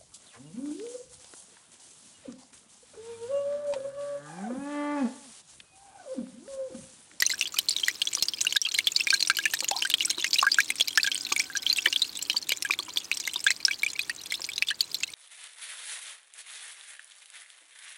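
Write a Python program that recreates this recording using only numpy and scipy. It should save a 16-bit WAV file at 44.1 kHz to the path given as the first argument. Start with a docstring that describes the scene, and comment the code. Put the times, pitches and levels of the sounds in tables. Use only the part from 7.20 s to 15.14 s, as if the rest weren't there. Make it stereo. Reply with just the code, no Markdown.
"""Fine spray fizzes from the start over soft churning and a low drone, and drops at once tick and ring.
The place is a bucket: a hand shower head lies in it and jets up through shallow water, heard close, in stereo.
Each falling drop ticks on the surface and traps an air bubble that rings and rises in pitch.
Small bubbles chirp between them, heavy blobs splat or knock, a faint whistle comes and goes,
and the bucket wall throws back close echoes."""
import sys
import numpy as np
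from scipy import signal
from scipy.fft import rfft, irfft
from scipy.io import wavfile

SR = 44100
rng = np.random.default_rng(int(sys.argv[2]) if len(sys.argv) > 2 else 0)


def output_pcm(signal):
    """Save a mono or channel-first signal as 16-bit PCM at the path in sys.argv[1].

    Samples are clipped to [-1, 1] before scaling.
    """
    pcm = np.clip(np.atleast_2d(signal).T, -1, 1) * 32767
    wavfile.write(sys.argv[1], SR, np.round(pcm).astype(np.int16))


N = 350154

# strength of the fountain, the base level of the spray and small bubbles: start_s [s], level_db [dB]
FOUNTAIN_STRENGTH = [(0.0, -44.5), (3.69, -46), (3.98, -40), (4.16, -46), (4.64, -45.5), (4.75, -45.5),
                     (5.35, -49), (5.7, -52), (6.43, -48.5), (7.03, -52.5), (7.23, -46), (7.94, -51)]
# colour given to the fine spray and the lesser drops, with a deep dip near 10.8 kHz: pitch_hz [Hz], level_db
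# [dB, relative]
SPRAY_COLOUR = [(1300, -56), (2400, -4.5), (4500, 4), (6000, 1), (9000, 6), (10800, -25), (13000, -4),
                (16000, -3.5)]
# colour of churning water and flow in the hose: pitch_hz [Hz], level_db [dB per Hz, relative]
CHURN_COLOUR = [(30, -17), (80, -1.5), (380, 0), (700, -5.5), (1000, -2.5), (2500, -6.5), (12000, -24.5)]
# low drone of the jets under water: start_s [s], pitch_hz [Hz, band centre], level_db [dB rms]
DRONE_PATH = [(0, 326.4, -66), (2.499, 326.8, -60.5), (4, 287.7, -59), (7.94, 327.4, -71.5)]
# loudest drops, each trapping a bubble: start_s [s], level_db [dB, ring before its brevity gain],
# pitch_hz [Hz, before the climb], tick_db [dB, impact], pan_db [dB, left over right]
BIG_DROPS = [(0.0041, -9, 7460, -18.5, -7.5), (0.0221, -4.5, 1932, -4.5, 3), (0.0637, -3.5, 6070, -16, 0),
             (0.1007, -16.5, 2040, -13, 1), (0.1353, -25.5, 1600, -33, 1), (0.2109, -6, 2695, -9, 0),
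             (0.2556, -13, 3100, -41, -4), (0.342, -28.5, 1260, -17.5, -8), (0.3683, -20, 2400, -22, -14),
             (0.3868, -6.5, 3060, -4, 9), (0.4862, -9, 4080, -13.5, -1), (0.4928, -8.5, 7500, -18, 1),
             (0.5073, -5, 4400, -18, -1), (0.5642, -10, 3760, -20, 1), (0.6333, -6.5, 3080, -34, 1),
             (0.6827, -9.5, 1907, -9, 0), (0.8171, -5.5, 3070, -15, 5), (0.871, -9, 3350, -43, -12.5),
             (0.9507, -7, 5750, -11, -2), (1.0242, -4, 4210, -2, -1), (1.084, -8, 4610, -19, 0),
             (1.213, -0.5, 6570, -13.5, 6), (1.249, -26, 1490, -13, -6), (1.268, -6.5, 2750, -16, 6),
             (1.3244, -12.5, 3030, -11.5, 0), (1.359, -18.5, 1607, -21, 1), (1.3643, 1, 3605, -11.5, -2),
             (1.4157, 2.5, 5520, -23, -5), (1.45, -2.5, 3070, -37, -8), (1.4625, -4.5, 2670, -32, 0),
             (1.473, -32.5, 1266, -42, 4), (1.543, -1.5, 3000, -12.5, -1), (1.586, -13, 4310, -23, 0),
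             (1.5868, -9, 2110, -4.5, 0), (1.6706, -3, 3265, -11, 1), (1.7626, -2.5, 4530, -19, 0),
             (1.799, -4, 5150, -36, -1), (1.8054, -10, 2670, -28, -5), (1.8704, -8.5, 2270, -7, -3),
             (1.9043, -5, 4460, -10, 2), (1.9038, -12.5, 2450, -12, -11), (1.9277, -12.5, 1606, -42, -2),
             (1.94, -5, 4220, -9, 0), (2.006, -12, 4200, -15, -1), (2.0253, -5, 4090, -10.5, -1),
             (2.073, -2.5, 5570, -19, 0), (2.0991, -9, 1465, -5, -1), (2.1074, -24, 1526, -28, 12),
             (2.169, -14.5, 3000, -9.5, 3), (2.1867, -19.5, 1540, -13, 1), (2.2544, -9.5, 2420, -9.5, -8),
             (2.256, -13.5, 1740, -18, 4), (2.3367, -15.5, 1765, -7, -9), (2.405, -14, 4180, -9, -6),
             (2.444, -16.5, 2720, -9.5, 3), (2.4868, -4.5, 6800, -17, -4), (2.5118, -18, 764, -10.5, 0),
             (2.544, -30, 1008, -41, 8), (2.571, -31, 924, -46, 0), (2.6228, -7.5, 2890, -14, 0),
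             (2.6502, -17.5, 1550, -13, 1), (2.7001, -13, 3590, -3, -2), (2.7394, -5.5, 3210, -4.5, -1),
             (2.8066, -8.5, 2830, -25, 2), (2.8492, -10.5, 5540, -27, 0), (2.8537, -3.5, 7830, -24, 0),
             (2.876, -32, 1450, -43, -9), (2.9021, -12.5, 3940, -9.5, -1), (2.9089, -12, 3020, -11, 5),
             (3.044, -9, 2050, -8, -1), (3.132, -5, 4620, -32, -1), (3.1421, -4.5, 5000, -8.5, -4),
             (3.157, -16, 2500, -39, -5), (3.185, -7, 3840, -31, -4), (3.1906, -7, 2790, -21, 8),
             (3.2132, -9.5, 5240, -16, 1), (3.2269, -9, 1073, -8, 0.5), (3.267, -9, 1533, -15.5, 0.5),
             (3.3168, -1, 4660, -36, -3), (3.344, -16.5, 3230, -10, -2), (3.385, -7, 1574, -11, -0.5),
             (3.4031, -9, 2300, -8, -12), (3.5027, -12.5, 2155, -6, -4), (3.5992, -12, 3450, -16, -9),
             (3.608, 0, 3257, -5.5, -1), (3.682, -9, 3950, -11, -3), (3.7746, -6.5, 5320, -6.5, -7),
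             (3.7747, -5.5, 1658, -10.5, 1.5), (3.8312, -7.5, 4680, -16, 0), (3.843, -22, 1560, -17, 1),
             (3.8647, -10.5, 3340, -21, -5), (3.8732, -18.5, 1585, -13, 0), (3.9162, -13, 3040, -14, 2),
             (3.955, -14, 3160, -24, 5), (4.1213, -14.5, 2470, -15, -25), (4.1235, -9, 6400, -7, 4),
             (4.1629, -15, 2220, -13.5, -4), (4.196, -5, 5570, -11.5, -5), (4.1999, -11.5, 2270, -24, -11),
             (4.2997, -29, 1524, -29.5, 0), (4.352, -22, 1540, -21, -2), (4.371, -9, 5960, -21.5, -2),
             (4.465, -6.5, 3210, -35, -1), (4.4981, -4.5, 4100, -24, -2), (4.528, -7, 4600, -9.5, -1),
             (4.5849, -7, 2640, -15.5, -4.5), (4.6576, -3, 3030, -17, -3), (4.6603, -7.5, 1890, -21, 4),
             (4.7265, -10.5, 2840, -8, 2), (4.761, -6.5, 3250, -17, -4), (4.8189, -2.5, 3760, -10, -2),
             (5.0238, -4.5, 7320, -15.5, -2), (5.0986, -7, 2835, -10.5, 0), (5.1658, -1.5, 4440, -28, 0),
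             (5.292, -12, 3950, -7.5, 6), (5.304, -13, 2780, -27, -3), (5.3198, -13, 2180, -5, -5),
             (5.4236, -9.5, 5360, -9, 1), (5.4492, -18, 1617, -19.5, 4), (5.5075, -6.5, 2353, -14.5, -9),
             (5.5363, -15.5, 2320, -19.5, -9), (5.5889, -8.5, 3410, -14, -3),
             (5.7718, -3.5, 3425, -12, -3.5), (5.9151, -5.5, 2474, -13, -8), (5.971, -12, 5400, -15.5, -7),
             (6.0005, -8.5, 5500, -19, 0), (6.075, -14, 2030, -11.5, -2), (6.159, -11.5, 3730, -25, -4),
             (6.2418, -9, 7760, -20, -6), (6.2653, -10.5, 1593, -9.5, 2), (6.2712, -8, 3380, -21, -3),
             (6.2802, -10.5, 2310, -27, -7), (6.3048, -11.5, 2020, -6, 0), (6.313, -12, 4200, -25, 0),
             (6.4507, 0.5, 5180, -16, -3), (6.4818, -17, 1620, -13.5, -2), (6.5103, -13, 2340, -19, -6),
             (6.6322, -10, 2190, -11, -5), (6.6635, -12, 2355, -17, -10), (6.7921, -12, 2453, -10, -11),
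             (6.8961, -17, 1790, -18, 0), (7.1214, -14.5, 2066, -12, -10), (7.1402, -9, 3680, -18, 3),
             (7.2892, -20, 2300, -20, -11), (7.3797, -8.5, 3810, -15.5, 1), (7.4233, -7.5, 2475, -9.5, -8),
             (7.4848, -4, 3460, -20, -1), (7.5028, -7, 3060, -24, 5), (7.508, -12, 1720, -19, 1),
             (7.607, -2, 4480, -11.5, 1.5), (7.7442, -11.5, 4020, -14, -10),
             (7.8332, -8.5, 2625, -12.5, -5)]
# hard hits that jolt the whole bucket: start_s [s], level_db [dB, peak]
HARD_HITS = [(0.387, -46), (1.026, -24), (2.103, -30), (2.256, -35), (3.404, -33)]
# heavy blobs landing flat: start_s [s], level_db [dB, peak before the common splat gain]
HEAVY_BLOBS = [(0.973, -35), (2.425, -34.5), (2.978, -33.5), (4.118, -25.5), (4.669, -32.5), (5.144, -36),
               (5.498, -30.5), (5.591, -35.5), (5.681, -39), (5.76, -41.5), (6.158, -36), (7.195, -39.5)]
# hollow of the bucket under a splat: pitch_hz [Hz], level_db [dB, before the weight tilt], t60_s [s]
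HOLLOW_MODES = [(355, -4.5, 0.048), (534, -12.5, 0.042), (990, -9, 0.046), (1145, 0, 0.021)]
# standing waves in the air across the bucket: pitch_hz [Hz], level_db [dB, relative to the direct sound]
AIR_MODES = [(1635, 2), (2310, -4), (4140, -2.5)]
# brief dips of the whole level: start_s [s], depth_db [dB, before recovery sets in]
LEVEL_DIPS = [(0.397, 0), (1.372, 19), (3.617, 3), (7.43, 7.5), (7.841, 3.5)]

CUTOFF_HZ = 16200   # no bubble climbs above this, and the final treble cut starts here
# big, low bubbles ring longer: t60 of a middling bubble, its pitch, and the power by which t60 falls with pitch
RING_T60_S, RING_HZ, RING_FALL = 0.02, 3000, 1
DROPLET_SPREAD_DB = 4.5   # mean excess of a droplet over the faintest, before the largest are capped


def from_db(db):
    """Decibels to gain."""
    return 10 ** (np.asarray(db) / 20)


def rms_one(x):
    """Scale to rms 1."""
    return x / np.sqrt(np.mean(x ** 2) + 1e-20)


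def at_hz(points, hz):
    """Read a spectrum in dB on a log-frequency axis."""
    pitch_hz, level_db = np.transpose(points)
    return np.interp(np.log(hz), np.log(pitch_hz), level_db)


def band(x, low_hz, high_hz, order=2):
    """Causal band-pass."""
    edges_hz = [low_hz, min(high_hz, SR / 2 - 1000)]
    return signal.sosfilt(signal.butter(order, edges_hz, "band", fs=SR, output="sos"), x)


def drift(rate_hz):
    """Random wander: straight lines between unit-spread values drawn about rate_hz times a second."""
    count = int(rate_hz * N / SR) + 2
    return np.interp(np.linspace(0, count - 1, N), np.arange(count), rng.standard_normal(count))


def ring(clicks, hz, t60_s):
    """A damped resonance: a unit click sets a decaying sine of starting height 1 ringing."""
    radius = from_db(-60 / (t60_s * SR))
    angle = 2 * np.pi * hz / SR
    return signal.lfilter([0, np.sin(angle)], [1, -2 * radius * np.cos(angle), radius * radius], clicks + 1e-18)


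def add(out, start_s, sound):
    """Mix a stereo sound in at its start time."""
    at = int(np.clip(start_s * SR, 0, N - 1))
    out[:, at:at + sound.shape[1]] += sound[:, :N - at]


def sides(pan_db):
    """Left and right gains of equal total power."""
    gains = from_db(np.array([[pan_db], [-pan_db]]) / 2)
    return rms_one(gains)


def wall_echoes(sound, echo=0.51, reach_s=0.0045, lag_s=0.00022, count=5):
    """Direct sound and close wall echoes (up to 1.5 m further); each path meets the two sides a little apart."""
    late = np.append(0, rng.uniform(.1, 1, count))   # 0 is the direct path
    strength = np.append(1, echo * rng.standard_normal(count)) * (1 - late / 2)
    arrival = ((late * reach_s + lag_s * rng.random((2, count + 1))) * SR).astype(int)
    heard = np.zeros((2, len(sound) + arrival.max()))
    for side, starts in zip(heard, arrival):
        for at, gain in zip(starts, strength):
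            side[at:at + len(sound)] += gain * sound
    # each side keeps the energy of the dry sound
    return heard * np.sqrt(np.sum(sound ** 2) / np.sum(heard ** 2, axis=1, keepdims=True))


def froth(spray_db, froth_db=-26.0, froth_s=0.0043):
    """Level of all fine spray in dB: each big drop throws up some of its own, which settles quickly."""
    start_s, level_db = np.transpose(BIG_DROPS)[:2]
    landing = np.clip(start_s * SR, 0, N - 1).astype(int)
    thrown_power = np.bincount(landing, from_db(level_db + froth_db) ** 2, N)
    settling = signal.lfilter([1], [1, -np.exp(-1 / (froth_s * SR))], thrown_power + 1e-18)
    return 10 * np.log10(from_db(spray_db) ** 2 + settling)


def fizz(spray_db, level_db=0.5, per_s=3000, clump_db=4.5, cycles=24, count=20):
    """Fine spray: clumps of tiny droplets, each a brief ping that reaches the two sides with its own lag."""
    born = np.flatnonzero(rng.random(N) < per_s * from_db(clump_db * drift(60)) / SR)
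    excess = np.minimum(rng.exponential(1, len(born)), 3.5)
    sizes = from_db(DROPLET_SPREAD_DB * excess) * rng.choice([-1, 1], len(born))
    pitch_index = rng.integers(0, count, len(born))
    lags = rng.integers(-4, 5, len(born))   # samples, right against left
    out = np.zeros((2, N))
    for k, hz in enumerate(np.geomspace(1400, 15500, count)):
        clicks, mine = np.zeros((2, N)), pitch_index == k
        clicks[0, born[mine]] = sizes[mine]
        clicks[1, (born[mine] + lags[mine]) % N] = sizes[mine]
        out += from_db(at_hz(SPRAY_COLOUR, hz)) * rms_one(ring(clicks, hz, cycles / hz))
    return from_db(spray_db + level_db) * rms_one(band(out, 3400, 22000))


def churn(level_db=-54.5, side_db=-5.5):
    """Soft rush of stirred water: coloured noise, mostly the same on both sides."""
    hz = np.maximum(np.arange(N // 2 + 1) * SR / N, 1)
    spectrum = rfft(rng.standard_normal((2, N))) * from_db(at_hz(CHURN_COLOUR, hz))
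    mid, side = irfft(spectrum, N)
    return from_db(level_db) * rms_one(mid + from_db(side_db) * side * [[1], [-1]])


def drone(width_hz=31.5):
    """Rumble of the jets: low-passed noise carried up to a narrow band whose centre wanders in pitch."""
    start_s, pitch_hz, level_db = np.transpose(DRONE_PATH)
    t = np.arange(N) / SR
    lowpass = signal.butter(2, width_hz, fs=SR, output="sos")
    wander = signal.sosfilt(lowpass, rng.standard_normal((2, N)))
    phase = 2 * np.pi * np.cumsum(np.interp(t, start_s, pitch_hz)) / SR
    rumble = wander[0] * np.cos(phase) + wander[1] * np.sin(phase)
    return from_db(np.interp(t, start_s, level_db)) * rms_one(rumble)


def impacts(hz, crack_s=0.0012, crack_db=-3, top_hz=9800, ping_s=0.0024, scatter_s=0.0016,
            sizzle_db=-11, sizzle_spread_db=10.5, thud_db=-15, size=900, count=4):
    """One tick per drop: a noisy crack and a few tiny bubbles pinched off just after it, mostly higher in pitch."""
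    t = np.arange(size) / SR
    white = rng.standard_normal((len(hz), size)) * np.exp(-t / crack_s)
    spread = 2 * rng.random((len(hz), 1)) - 1
    sizzle = from_db(sizzle_db + sizzle_spread_db * spread) * band(white, 11400, 13540)
    crack = from_db(crack_db) * band(white, 1994, 8100, order=3)
    thud = from_db(thud_db) * band(white, 750, 6800, order=1)
    ticks = crack + sizzle + thud
    lowest_hz = np.clip(hz, 2400, 4500)[:, None]
    for height, wait in rng.random((count, 2, len(hz), 1)):
        age_s = np.maximum(t + scatter_s * np.log(1 - wait), 0)   # silent until its random delay has passed
        ping_hz = lowest_hz * (top_hz / lowest_hz) ** height
        ping = np.sin(2 * np.pi * ping_hz * age_s) * np.exp(-age_s / ping_s)
        ticks += ping * (1 - wait / 2) / count
    return ticks / np.abs(ticks).max(axis=1, keepdims=True)


def ring_time(hz):
    """How long a bubble of this pitch rings (t60 in s), before a hard tick shortens it."""
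    return RING_T60_S * (RING_HZ / hz) ** RING_FALL


def bubble(hz, t60_s, climb_octaves, swell_cycles=1.0, wobble_octaves=0.07, wobble_s=0.00362):
    """A trapped bubble rings up in a cycle or two, wobbles, and climbs ever faster as it nears the surface."""
    t = np.arange(int(1.3 * t60_s * SR) + 8) / SR
    shape = np.interp(t / wobble_s, np.arange(64), rng.standard_normal(64))
    age = t / t60_s
    climb = climb_octaves * age * (1 + age) / 2
    wobble = wobble_octaves * shape * np.sqrt(2 * age)
    pitch_hz = np.minimum(hz * 2 ** (climb + wobble), CUTOFF_HZ)
    swell = 1 - np.exp(-t * hz / swell_cycles)
    return np.sin(2 * np.pi * np.cumsum(pitch_hz) / SR) * swell * np.exp(-np.log(1000) * age)


def drops(rows, climb_octaves=0.32, climb_spread=0.62, tick_echo=0.32, damping=0.14, usual_tick_db=-4.0):
    """Each drop ticks and its bubble rings: louder but briefer after a hard tick, with a random climb."""
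    out = np.zeros((2, N))
    climbs = climb_octaves * np.exp(climb_spread * (2 * rng.random(len(rows)) - 1))
    for row, tick, climb in zip(rows, impacts(rows[:, 2]), climbs):
        start_s, level_db, hz, tick_db, pan_db = row
        briefer = np.clip(from_db(damping * (tick_db - level_db - usual_tick_db)), .7, 2)
        note = from_db(level_db) * np.sqrt(briefer) * bubble(hz, ring_time(hz) / briefer, climb)
        add(out, start_s, sides(pan_db) * wall_echoes(note))
        add(out, start_s, sides(pan_db / 2) * from_db(tick_db) * wall_echoes(tick, echo=tick_echo))
    return out


def daughters(below_db=-11.0, tick_below_db=-23.0, wait_cycles=28, higher_octaves=0.695):
    """Rows for the smaller, higher bubble splitting off each big one; the bigger the parent, the longer the wait."""
    start_s, level_db, hz, tick_db, pan_db = np.transpose(BIG_DROPS)
    wait, height = rng.random((len(start_s), 2)).T
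    child_s = start_s + wait_cycles / hz * (.5 + wait)
    child_hz = np.minimum(hz * 2 ** (higher_octaves * height), CUTOFF_HZ)
    return np.column_stack([child_s, level_db + below_db, child_hz, tick_db + tick_below_db, pan_db])


def lesser_drops(spray_db, level_db=21.5, spread_db=4.0, centre_hz=4700, octaves=0.536,
                 tick_db=-4.0, pan_db=5.0, count=620):
    """Rows for the small drops that fall at any time, all round the fountain."""
    when = rng.random(count) * N
    loud, width, pan = np.clip(rng.standard_normal((count, 3)), -2, 2).T
    hz = centre_hz * 2 ** (octaves * width)
    base_db = spray_db[when.astype(int)] + level_db + spread_db * loud
    ring_db = base_db + at_hz(SPRAY_COLOUR, hz)
    return np.column_stack([when / SR, ring_db, hz, base_db + tick_db, pan_db * pan])


def risers(spray_db, level_db=9.0, spread_db=9.0, start_hz=2900, spread_octaves=0.503,
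           climb_octaves=0.49, length_s=0.0225, pan_db=1.0, count=60):
    """Bubbles drifting up to the surface chirp softly: no tick, a swell and a fade on an upward glide."""
    out = np.zeros((2, N))
    chances = 2 * rng.random((count, 4)) - 1
    for at, (loud, width, pan, slow) in zip(rng.integers(0, N, count), chances):
        age = np.linspace(0, 1, int(length_s * 2 ** (slow / 2) * SR))
        hz = start_hz * 2 ** (spread_octaves * width + climb_octaves * age * (1 + age) / 2)
        chirp = np.sin(2 * np.pi * np.cumsum(hz) / SR) * np.sin(np.pi * np.sqrt(age)) ** 2
        gain = from_db(spray_db[at] + level_db + spread_db * loud)
        add(out, at / SR, sides(pan_db * pan) * gain * wall_echoes(chirp))
    return out


def knocks(contact_s=0.0001, size=400):
    """A hard hit is one short push, alike on both sides and reaching down to the bass."""
    out, t = np.zeros((2, N)), np.arange(size) / SR
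    push = band(np.exp(-t / contact_s), 25, 1200, order=1)
    for start_s, level_db in HARD_HITS:
        add(out, start_s, from_db(level_db) * push[None] / push.max())
    return out


def splats(level_db=5.0, slap_s=0.004, slap_db=-10.5, weight_tilt=0.44, size=4000):
    """A blob slaps the water for a few milliseconds and stirs the hollow of the bucket."""
    out, t = np.zeros((2, N)), np.arange(size) / SR
    for start_s, blob_db in HEAVY_BLOBS:
        slap = rng.standard_normal(size) * np.exp(-t / slap_s)
        # heavier blobs favour the lower modes
        weight_db = weight_tilt * (blob_db - np.mean(HEAVY_BLOBS, axis=0)[1])
        hollow = sum(from_db(mode_db - weight_db * np.log10(hz)) * ring(slap, hz, t60_s)
                     for hz, mode_db, t60_s in HOLLOW_MODES)
        body = rms_one(band(hollow, 410, 2800)) + from_db(slap_db) * rms_one(band(slap, 530, 1400))
        add(out, start_s, from_db(blob_db + level_db) * wall_echoes(body / np.abs(body).max()))
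    return out


def whistle(hz=762, level_db=-64, octave_db=8.0, middle_s=4.29, length_s=0.55):
    """A faint, slightly unsteady whistle comes and goes, its octave stronger than its fundamental."""
    phase = 2 * np.pi * np.cumsum(hz * (1 + 0.0046 * drift(37))) / SR
    swell = np.exp(-((np.arange(N) / SR - middle_s) / length_s) ** 4)
    return from_db(level_db) * swell * (np.sin(phase) + from_db(octave_db) * np.sin(2 * phase))


def bucket(x, air_t60_s=0.028, tail_db=-18, tail_t60_s=0.036, build_s=0.0038, size=4000):
    """The air across the bucket rings at a few fixed notes, and scattered echoes die away fast."""
    t = np.arange(size) / SR
    fade = np.exp(-np.log(1000) * t / air_t60_s)
    tones = sum(from_db(level_db) * np.cos(2 * np.pi * hz * t) for hz, level_db in AIR_MODES)
    notes = tones * 2 * fade / fade.sum()
    tail = rng.standard_normal((2, size)) * np.exp(-np.log(1000) * t / tail_t60_s) * (1 - np.exp(-t / build_s))
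    tail *= from_db(tail_db) / np.sqrt(np.sum(tail ** 2, axis=1, keepdims=True))
    return x + signal.oaconvolve(x, notes + tail, axes=1)[:, :N]


def dips(fall_s=0.006, recover_s=0.082):
    """Gain of the whole scene: the level dips within milliseconds and creeps back."""
    t = np.arange(N) / SR
    loss_db = np.zeros(N)
    for start_s, depth_db in LEVEL_DIPS:
        fall = np.clip((t - start_s) / fall_s, 0, 1)
        loss_db += depth_db * fall * np.exp(-np.maximum(t - start_s, 0) / recover_s)
    return from_db(-loss_db)


def scene():
    """All the water in the bucket; the churn, drone and whistle bypass its close echoes."""
    spray_db = np.interp(np.arange(N) / SR, *np.transpose(FOUNTAIN_STRENGTH))
    plinks = drops(np.vstack([BIG_DROPS, daughters(), lesser_drops(spray_db)]))
    # the plinks are kept out of the deep bass
    plinks = signal.sosfilt(signal.butter(1, 260, "high", fs=SR, output="sos"), plinks)
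    water = bucket(fizz(froth(spray_db)) + plinks + risers(spray_db) + knocks() + splats())
    return dips() * (water + churn() + drone() + whistle())


def record(dry):
    """The microphone feed: peaks beyond full scale are clipped, then the top is cut steeply."""
    treble_cut = signal.ellip(10, .1, 70, CUTOFF_HZ, fs=SR, output="sos")
    return signal.sosfilt(treble_cut, np.clip(dry, -1, 1))


dry = scene()
out = record(dry)
output_pcm(out)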